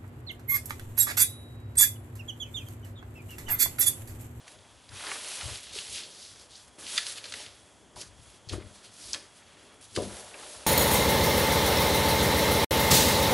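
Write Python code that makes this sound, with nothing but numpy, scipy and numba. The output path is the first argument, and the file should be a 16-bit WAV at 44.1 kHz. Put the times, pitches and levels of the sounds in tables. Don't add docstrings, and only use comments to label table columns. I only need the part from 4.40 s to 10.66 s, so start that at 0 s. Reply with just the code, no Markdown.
import sys
import numpy as np
from scipy import signal
from scipy.fft import rfft, irfft
from scipy.io import wavfile
from scipy.ndimage import uniform_filter1d
from numba import njit

SR = 44100
rng = np.random.default_rng(int(sys.argv[2]) if len(sys.argv) > 2 else 0)


def transcribe(u):
    v = np.clip(np.atleast_2d(u).T, -1, 1)
    q = np.round(v * 32767).astype(np.int16)
    wavfile.write(sys.argv[1], SR, q)


N = 276264

# (time [s], hiss level [dB], sheet ring above hiss [dB], dull scrape above hiss [dB])
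STROKES = [
    [(0.06, -67.5, 2, 2), (0.076, -56, -6, -6), (0.126, -55.5, -4, -9), (0.164, -66, 2, 9),
     (0.178, -71, -7, -10), (0.19, -73, 10, -3), (0.2, -68.5, 2, 5.5)],
    [(0.48, -66, 2, -12), (0.492, -60, -2, -4), (0.502, -61, -4, -0.5), (0.558, -48.5, 1.5, -3.5),
     (0.714, -42, 0.5, 1), (0.742, -38.5, -4.5, -7.5), (0.82, -46, -0.5, -6)],
    [(0.83, -44, -1, -6), (0.952, -38.5, -4.5, -13.5), (1.018, -43, 0.5, -5.5), (1.164, -43.5, -0.5, -9),
     (1.216, -52.5, 1, -7.5), (1.248, -47, -2, -14), (1.31, -56.5, 7.5, -10)],
    [(1.32, -54, 4.5, -3), (1.362, -41.5, -0.5, -14.5), (1.478, -44, -4, -15.5), (1.534, -41.5, -3, -23),
     (1.568, -43, 4.5, -13), (1.646, -52.5, 8, -5), (1.7, -50.5, -4, -7.5)],
    [(1.71, -52, -0.5, -14), (1.77, -54, 2, -8), (1.864, -50.5, 1.5, -15), (1.958, -60, 3, -9),
     (2.0, -56, 3, -5), (2.022, -56, 3, -10), (2.07, -64, 0, -4)],
    [(2.08, -72, 3, 1), (2.108, -56, 1.5, -18), (2.144, -61, 8, -8), (2.166, -54, 1.5, -9),
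     (2.274, -63, -6, -5), (2.282, -57, -11, -4), (2.3, -69, -2, 0)],
    [(2.375, -64, -12, -5), (2.383, -62, -5, 4), (2.391, -49, -9, -4.5), (2.469, -46.5, 3.5, -14),
     (2.483, -40.5, -1, -16), (2.555, -38, -6.5, -11), (2.57, -41.5, 5, -8)],
    [(2.6, -43, 3, -9), (2.648, -46, -1, -8), (2.674, -39.5, -4.5, -15), (2.72, -40.5, -5, -15),
     (2.748, -47.5, -7, -8), (2.776, -45, 2.5, -6.5), (2.81, -56, 3, -4)],
    [(2.82, -55, -1, -4), (2.862, -51.5, 5, 1), (2.876, -51.5, 3.5, -9), (2.95, -45.5, -4, -7),
     (3.022, -48.5, 2.5, -7.5), (3.112, -62, 5.5, 4), (3.2, -62.5, -2, -6.5)],
    [(3.55, -83, -4, 1), (3.56, -51.5, -3.5, -8), (3.618, -47, 5.5, -8), (3.64, -53, -1, -5),
     (3.69, -64, 2, -6), (3.714, -80, 0, 7), (3.75, -77, 4, 2)],
    [(3.8, -60, -4, -13), (3.806, -65, -2, 2), (3.826, -58, -5, -18), (3.864, -60.5, -4, -6),
     (3.974, -58, -3, -14), (4.0, -85, 0, 0), (4.02, -81, 1, -4)],
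    [(4.09, -64, 4, -18), (4.094, -50, 3, -8), (4.116, -59, 11.5, -1), (4.13, -41.5, -2, -6),
     (4.224, -78, 4, 12), (4.242, -65, -10, -9), (4.25, -65.5, 0, -2)],
    [(4.3, -63, -2, 0), (4.33, -60, -6, -12), (4.358, -56, 1, -3), (4.374, -60, 1, -12),
     (4.424, -63, -1, -1), (4.45, -52.5, 1, -9.5), (4.51, -64, 1, -8)],
    [(4.52, -59, -2, -5), (4.542, -54, -6, -20), (4.554, -57, -3, -5), (4.566, -55, -1, -16),
     (4.582, -54, -3, -5.5), (4.622, -47.5, -3.5, -13.5), (4.725, -45.5, -2, -12.5)],
    [(4.76, -46, -3, -1), (4.788, -54.5, -2, -3.5), (4.928, -66.5, -3, 1.5), (4.97, -58.5, -4, -4),
     (5.014, -62, -3, 2), (5.036, -78, 7, 7), (5.05, -76, 0, 0)],
    [(5.08, -78, 11, -1), (5.084, -79, 5, 6), (5.238, -82, 1, 0), (5.292, -65, 1, -1), (5.312, -72, -1, 6),
     (5.342, -62, -3, 2), (5.37, -69, -2, -1)],
    [(5.4, -73, -2, 4), (5.414, -55, -9, -12), (5.452, -52.5, -4, -19), (5.466, -59, -7, -8),
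     (5.498, -60, -2, -18), (5.546, -52.5, -2, -13), (5.555, -43.5, 4.5, -15)],
    [(5.59, -48, 4, -1), (5.616, -50.5, -3, -2), (5.628, -45.5, -0.5, -7), (5.676, -50, -4.5, -2),
     (5.808, -46.5, -9, -3), (5.824, -50.5, -10, -1.5), (5.9, -51, -5, -4)],
    [(5.91, -52.5, -5, -4), (5.948, -52, -4, 2.5), (5.97, -50.5, -5, -2), (5.994, -50, -2.5, -2.5),
     (6.164, -48, -5, -6.5), (6.2, -51.5, -3, -2), (6.26, -52.5, -1, -8)],
]
# (ring pitch [Hz], scrape pitch [Hz], table drag above scrape [dB], drag pitch [Hz])
STROKE_TONES = [(3470, 820, -3, 520), (3260, 1250, -7.5, 464), (3330, 1070, -5.5, 550),
                (3800, 1160, -3, 470), (4600, 1700, -0.5, 520), (4300, 1600, -11, 320),
                (3850, 1160, -9, 440), (3830, 1500, -4, 580), (3740, 1760, -2, 510), (4840, 1460, -9, 340),
                (3500, 1600, -11, 380), (4000, 1370, -1, 350), (3930, 1340, -1, 450), (4850, 1500, -6, 440),
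                (3900, 1600, -7, 460), (3200, 1460, -21, 740), (4200, 1700, -11, 300),
                (3930, 790, -2.5, 720), (3430, 940, -1, 560)]
def finger_strokes():
    rows = [tuple(point) + tone for stroke, tone in zip(STROKES, STROKE_TONES) for point in stroke]
    times, *columns = np.transpose(rows)
    return [np.interp(np.arange(N) / SR, times, column) for column in columns]


# (pitch [Hz], level [dB], fade time [s])
SHEET_NOTES = [(1727, 0.5, 0.14), (2233, -10.5, 0.23), (2836, -11.5, 0.12), (4440, -4.5, 0.04),
               (4970, 5.5, 0.0058), (5180, 17, 0.0067), (6610, 7.5, 0.0098)]
# (frequency [Hz], relative level [dB])
HISS_TONE = [(1470, -35), (2500, -6), (3050, -4.5), (3920, -5), (6260, -1), (7120, -2.5), (10700, 1.5),
             (11600, -1.5), (15100, -42), (22000, -120)]
REST_HISS_DB, REST_WANDER_DB = -72.5, 3.5
def paper_rubbing():
    hiss_db, ring_db, scrape_db, ring_hz, scrape_hz = finger_strokes()[:5]
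    pressure = np.hypot(undb(hiss_db), undb(REST_HISS_DB + REST_WANDER_DB * wander(12)))
    grip = undb(0.58 * wander(25))
    grit = fibre_slips(per_second=44, spread_db=0.3, fade_s=0.00092)
    grit = grit + undb(-28) * unit(ring(grit, SHEET_NOTES))
    hiss = shape_tone(fibre_slips(37, 0.5, 0.0012), [(1500, -49)] + HISS_TONE)
    hiss *= undb(0.79 * wander(15))
    sheet = unit(keep_band(grit, ring_hz * (1 + 0.036 * wander(20)), width_hz=4160))
    sheet *= undb(ring_db + 0.65 * wander(15))
    scrape = unit(keep_band(fibre_slips(34, 0.46, 0.0075), scrape_hz, 1.44 * scrape_hz.mean()))
    scrape *= undb(scrape_db + 0.13 * wander(16))
    return pressure * grip * (hiss + sheet + scrape)


def fibre_slips(per_second, spread_db, fade_s):
    bursts = (rng.random(N) < per_second / SR) * undb(spread_db * rng.exponential(size=N))
    loudness = 1 + signal.lfilter([1], [1, -np.exp(-1 / (fade_s * SR))], bursts)
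    return unit(loudness * rng.standard_normal(N))


# (time [s], level [dB], pitch [Hz], band width [times the pitch], rattle above click [dB])
SNAPS = [(0.0793, -36, 3220, 2.8, -11), (0.491, -39, 3730, 1.6, -13), (0.6683, -27, 2520, 1.8, -8),
         (0.716, -21.5, 1490, 1.4, -1), (0.9594, -35, 8910, 1.05, -10), (1.0108, -25, 2980, 1.7, -10),
         (1.157, -29.5, 4300, 1.6, -9), (1.3862, -25.5, 2940, 0.65, 0), (1.5594, -33, 3270, 0.55, -2),
         (2.1545, -38, 4770, 0.51, -5), (2.385, -46, 2500, 2.1, -11), (2.5776, -11, 3930, 1.4, -15),
         (2.582, -19, 2180, 1.2, -1), (2.6668, -20.5, 3870, 1.5, -16), (2.758, -32, 3430, 1.1, -21),
         (2.7813, -32, 2910, 0.92, -1), (2.8414, -28, 3220, 1.5, -14), (2.855, -31, 3180, 1.7, -6),
         (2.9226, -27, 3200, 2.6, -4), (2.9385, -25, 1850, 3.5, -7), (3.0626, -33, 2830, 1.5, -9.5),
         (3.5627, -42, 1080, 1.6, -21), (3.6132, -25, 5140, 2.8, -16), (3.6198, -29, 5130, 2.4, -16),
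         (4.0886, -29.5, 5430, 0.66, -12), (4.095, -27.5, 3940, 0.81, -2), (4.133, -36, 1000, 0.52, -13),
         (4.1415, -33.5, 1050, 1.2, -19), (4.732, -15, 5730, 0.65, -16), (4.7396, -25.5, 3380, 1.6, -10),
         (4.7455, -17.5, 2730, 2.9, -16.5), (5.4121, -44, 9220, 1.1, -6), (5.5624, -19.5, 3280, 2, -5),
         (5.5744, -27.5, 1000, 0.62, -11), (5.941, -37, 2400, 0.35, -8)]
RATTLE_FADE_S, SHARP_EDGE_DB = 0.031, -11
def crease_snaps():
    t = np.arange(6000) / SR
    out = np.zeros(N + len(t))
    for time, db, hz, width, rattle_db in SNAPS:
        force = rng.standard_normal(len(t)) * undb(rattle_db - 60 * t / RATTLE_FADE_S)
        force[int(.0006 * SR)] = 1
        sheet = undb(-44.5) * ring(force, SHEET_NOTES)[:len(t)]
        patch = keep_band(force + sheet, hz, width * hz)
        crack = patch / np.abs(patch).max() + undb(SHARP_EDGE_DB) * force
        start = int(time * SR)
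        out[start:start + len(t)] += undb(db) * crack
    return cut_bass(out[:N], 800)


# (time [s], level [dB], pitch [Hz], band width [times the pitch])
KNOCKS = [(1.082, -39, 440, 0.7), (1.359, -37, 407, 0.32), (2.383, -47, 295, 0.88), (2.859, -50, 595, 1),
          (3.002, -39, 764, 0.65), (3.565, -38.5, 880, 0.53), (3.613, -43.5, 522, 0.82),
          (4.115, -41, 370, 0.97), (4.135, -30, 350, 0.23), (4.18, -32, 352, 0.26),
          (4.21, -38.5, 388, 0.62), (4.759, -44.5, 468, 0.41), (5.574, -20, 360, 0.64),
          (5.586, -18.5, 437, 0.78), (5.619, -31, 464, 0.39), (5.669, -38.5, 206, 0.27)]
# (pitch [Hz], level [dB], fade time [s])
TABLE_NOTES = [(203.1, -8.5, 0.53), (255, -3.5, 0.086), (305, 2.5, 0.042), (357, -2, 0.033),
               (394.3, -3, 0.073), (446.3, 0.5, 0.061), (509.7, -2, 0.061), (558.3, -2.5, 0.093),
               (602, 0, 0.089), (707, 0.5, 0.045), (852, -7, 0.14), (967, -2, 0.1)]
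def table_top(push, drag_hz):
    top = shake(push, TABLE_NOTES, drag_hz, width_hz=630)
    click = signal.unit_impulse(SR)
    for time, db, hz, width in KNOCKS:
        start = int(time * SR)
        knock = ring(keep_band(click, hz, width * hz), TABLE_NOTES)[:N - start]
        top[start:start + len(knock)] += undb(db) * knock / np.abs(knock).max()
    return top


# (time [s], hold [s], stand sway [dB],
# stand bounce above sway [dB], table top level [dB], table top pitch [Hz])
JOLTS = [(0.126, 0.03, -72, 11, -58, 445), (0.326, .02, -62, -11, -77, 420),
         (0.503, 0.033, -56.5, 3, -61.5, 280), (1.037, 0.04, -48.5, 4, -71, 200),
         (1.108, 0.017, -53, 3, -53.5, 300), (1.32, 0.036, -60, -5, -65, 420),
         (1.5, .02, -55.5, -3, -61, 320), (2.393, 0.061, -70, 2, -55, 430),
         (2.875, 0.044, -72, 4, -77, 490), (3.565, 0.0081, -55.5, 4.5, -51, 465),
         (3.667, 0.12, -63, -8, -78, 350), (3.855, .05, -64, -12, -77, 300),
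         (4.075, 0.014, -59, -5, -66, 188), (4.118, 0.042, -43.5, 3.5, -43, 345),
         (4.23, 0.02, -53.5, 3, -57, 306), (4.31, 0.0084, -71, 5, -73, 300),
         (4.6, 0.091, -61.5, -4, -65, 300), (4.749, 0.0089, -63, -1, -54, 480),
         (5.582, 0.039, -50.5, 4, -33, 350), (5.663, 0.07, -56.5, 3, -49.5, 280),
         (5.795, 0.011, -63, 1, -56, 544), (6.158, .01, -63, -3, -63, 550)]
JOLT_RISE_DB_PER_S, JOLT_FALL_DB_PER_S = 710, 294
REST_SWAY_DB, REST_BOUNCE_DB, REST_TOP_DB, REST_DRAG_HZ = -75.5, -74, -68.5, 383
def arm_pushes():
    hiss_db, _, scrape_db, _, _, drag_db, drag_hz = finger_strokes()
    t = np.arange(N) / SR
    drag = undb(hiss_db + scrape_db + drag_db) ** 2
    sway, bounce, rest = (undb(db + REST_WANDER_DB * wander(9)) ** 2
                          for db in (REST_SWAY_DB, REST_BOUNCE_DB, REST_TOP_DB))
    top = rest + drag
    pitch_sum = rest * REST_DRAG_HZ + drag * drag_hz
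    for time, hold, sway_db, bounce_db, top_db, hz in JOLTS:
        shape_db = -JOLT_RISE_DB_PER_S * np.clip(time - t, 0, 1)
        shape_db -= JOLT_FALL_DB_PER_S * np.clip(t - time - hold, 0, 1)
        sway += undb(shape_db + sway_db) ** 2
        bounce += undb(shape_db + sway_db + bounce_db) ** 2
        jolt = undb(shape_db + top_db) ** 2
        top += jolt
        pitch_sum += jolt * hz
    return np.sqrt(sway), np.sqrt(bounce), np.sqrt(top), pitch_sum / top


# (pitch [Hz], level [dB], fade time [s])
SWAY_NOTES = [(70, -2, 0.064)]
BOUNCE_NOTES = [(98.8, -2, 0.12), (120, -7.5, 0.073)]
# (time [s], strength [dB])
WRIST_BUMPS = [(.505, -51), (1.032, -38.5), (1.057, -40), (1.311, -53), (3.566, -45), (3.793, -49),
               (3.82, -50), (4.073, -41), (4.14, -35), (4.309, -52.5), (5.52, -51.5), (5.576, -31),
               (6.16, -52)]
def stand_rumble(sway_push, bounce_push):
    sway = shake(sway_push, SWAY_NOTES, hz=65.5, width_hz=45)
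    bounce = shake(bounce_push, BOUNCE_NOTES, hz=105.6, width_hz=70)
    bumps = np.zeros(N)
    for time, db in WRIST_BUMPS:
        bumps[int(time * SR)] = undb(db)
    return sway + bounce + ring(bumps, BOUNCE_NOTES)


def room_echo(sound, fade_s=0.37, rise_s=0.0018):
    t = np.arange(SR // 3) / SR
    walls = rng.standard_normal(len(t)) * undb(-60 * t / fade_s) * np.clip(t / rise_s, 0, 1)
    return undb(-42) * signal.fftconvolve(sound, walls)[:N]


# (frequency [Hz], relative level [dB])
ROOM_TONE = [(15, -56), (25, -37), (53, -4), (108, -0.5), (216, -2), (294, -3), (401, -7), (620, -3),
             (936, -4), (1690, -9.5), (2480, -13), (3290, -11), (3750, -20.5), (6260, -13), (11600, -18),
             (15100, -51), (22000, -120)]
# (pitch [Hz], band width [Hz], level [dB])
WHIRR, HUM = (3340, 130, -69), (720, 10, -86.5)
ROOM_DB = -60
def room_noise():
    middle, side = (shape_tone(rng.standard_normal(N), ROOM_TONE) for _ in range(2))
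    side = signal.sosfilt(signal.butter(2, 500, fs=SR, output="sos"), side)
    out = undb(ROOM_DB) * (middle + undb(-6.5) * side * np.array([[1], [-1]]))
    for hz, width_hz, db in (WHIRR, HUM):
        out += undb(db) * unit(keep_band(rng.standard_normal(N), hz, width_hz, passes=1))
    return out


def undb(db):
    return 10 ** (np.asarray(db) / 20)


def unit(x):
    return x / np.sqrt(np.mean(x ** 2))


def wander(per_second):
    step = int(SR / per_second)
    stairs = np.repeat(rng.standard_normal(N // step + 1), step)
    return unit(uniform_filter1d(uniform_filter1d(stairs, step), step)[:N])


def ring(force, notes):
    t = np.arange(min(SR, len(force))) / SR
    body = sum(undb(db - 60 * t / fade_s) * np.sin(2 * np.pi * hz * t) for hz, db, fade_s in notes)
    return signal.fftconvolve(force, body)[:N]


def shake(strength, notes, hz, width_hz):
    noise = keep_band(rng.standard_normal(N), hz, width_hz)
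    return ring(noise * strength, notes) / np.std(ring(noise, notes))


def shape_tone(x, points):
    hz, db = np.transpose(points)
    log_hz = np.log(np.arange(N // 2 + 1) * SR / N + 1)
    gain = undb(np.interp(log_hz, np.log(hz), db))
    return unit(irfft(rfft(x) * gain, N))


def keep_band(x, hz, width_hz, passes=2):
    centre_hz = np.clip(hz, 20, .45 * SR) * np.ones(len(x))
    for _ in range(passes):
        x = band_filter(x, centre_hz, float(width_hz))
    return x


@njit
def band_filter(x, hz, width_hz):
    out, band, low = np.empty(len(x)), 0., 0.
    for i in range(len(x)):
        tuning, damping = np.tan(np.pi * hz[i] / SR), width_hz / hz[i]
        swing = (band + tuning * (x[i] - low)) / (1 + tuning * (tuning + damping))
        band, low = 2 * swing - band, low + 2 * tuning * swing
        out[i] = damping * swing
    return out


def cut_bass(x, hz):
    return signal.sosfilt(signal.butter(2, hz, "high", fs=SR, output="sos"), x)


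TABLE_LEFT_DB, STAND_LEFT_DB = 3, 10
def scene():
    snaps = crease_snaps()
    echo = room_echo(snaps)
    paper = paper_rubbing() + snaps + echo
    sway_push, bounce_push, top_push, drag_hz = arm_pushes()
    lean_left = np.array([[.5], [-.5]])
    top = table_top(top_push, drag_hz) * undb(TABLE_LEFT_DB * lean_left)
    stand = stand_rumble(sway_push, bounce_push) * undb(STAND_LEFT_DB * lean_left)
    return paper + cut_bass(top + stand, 45) + room_noise()


TREBLE_LIMIT_HZ = 11290
def record(dry):
    return signal.sosfilt(signal.ellip(14, .3, 90, TREBLE_LIMIT_HZ, fs=SR, output="sos"), dry)


dry = scene()
out = record(dry)
transcribe(out)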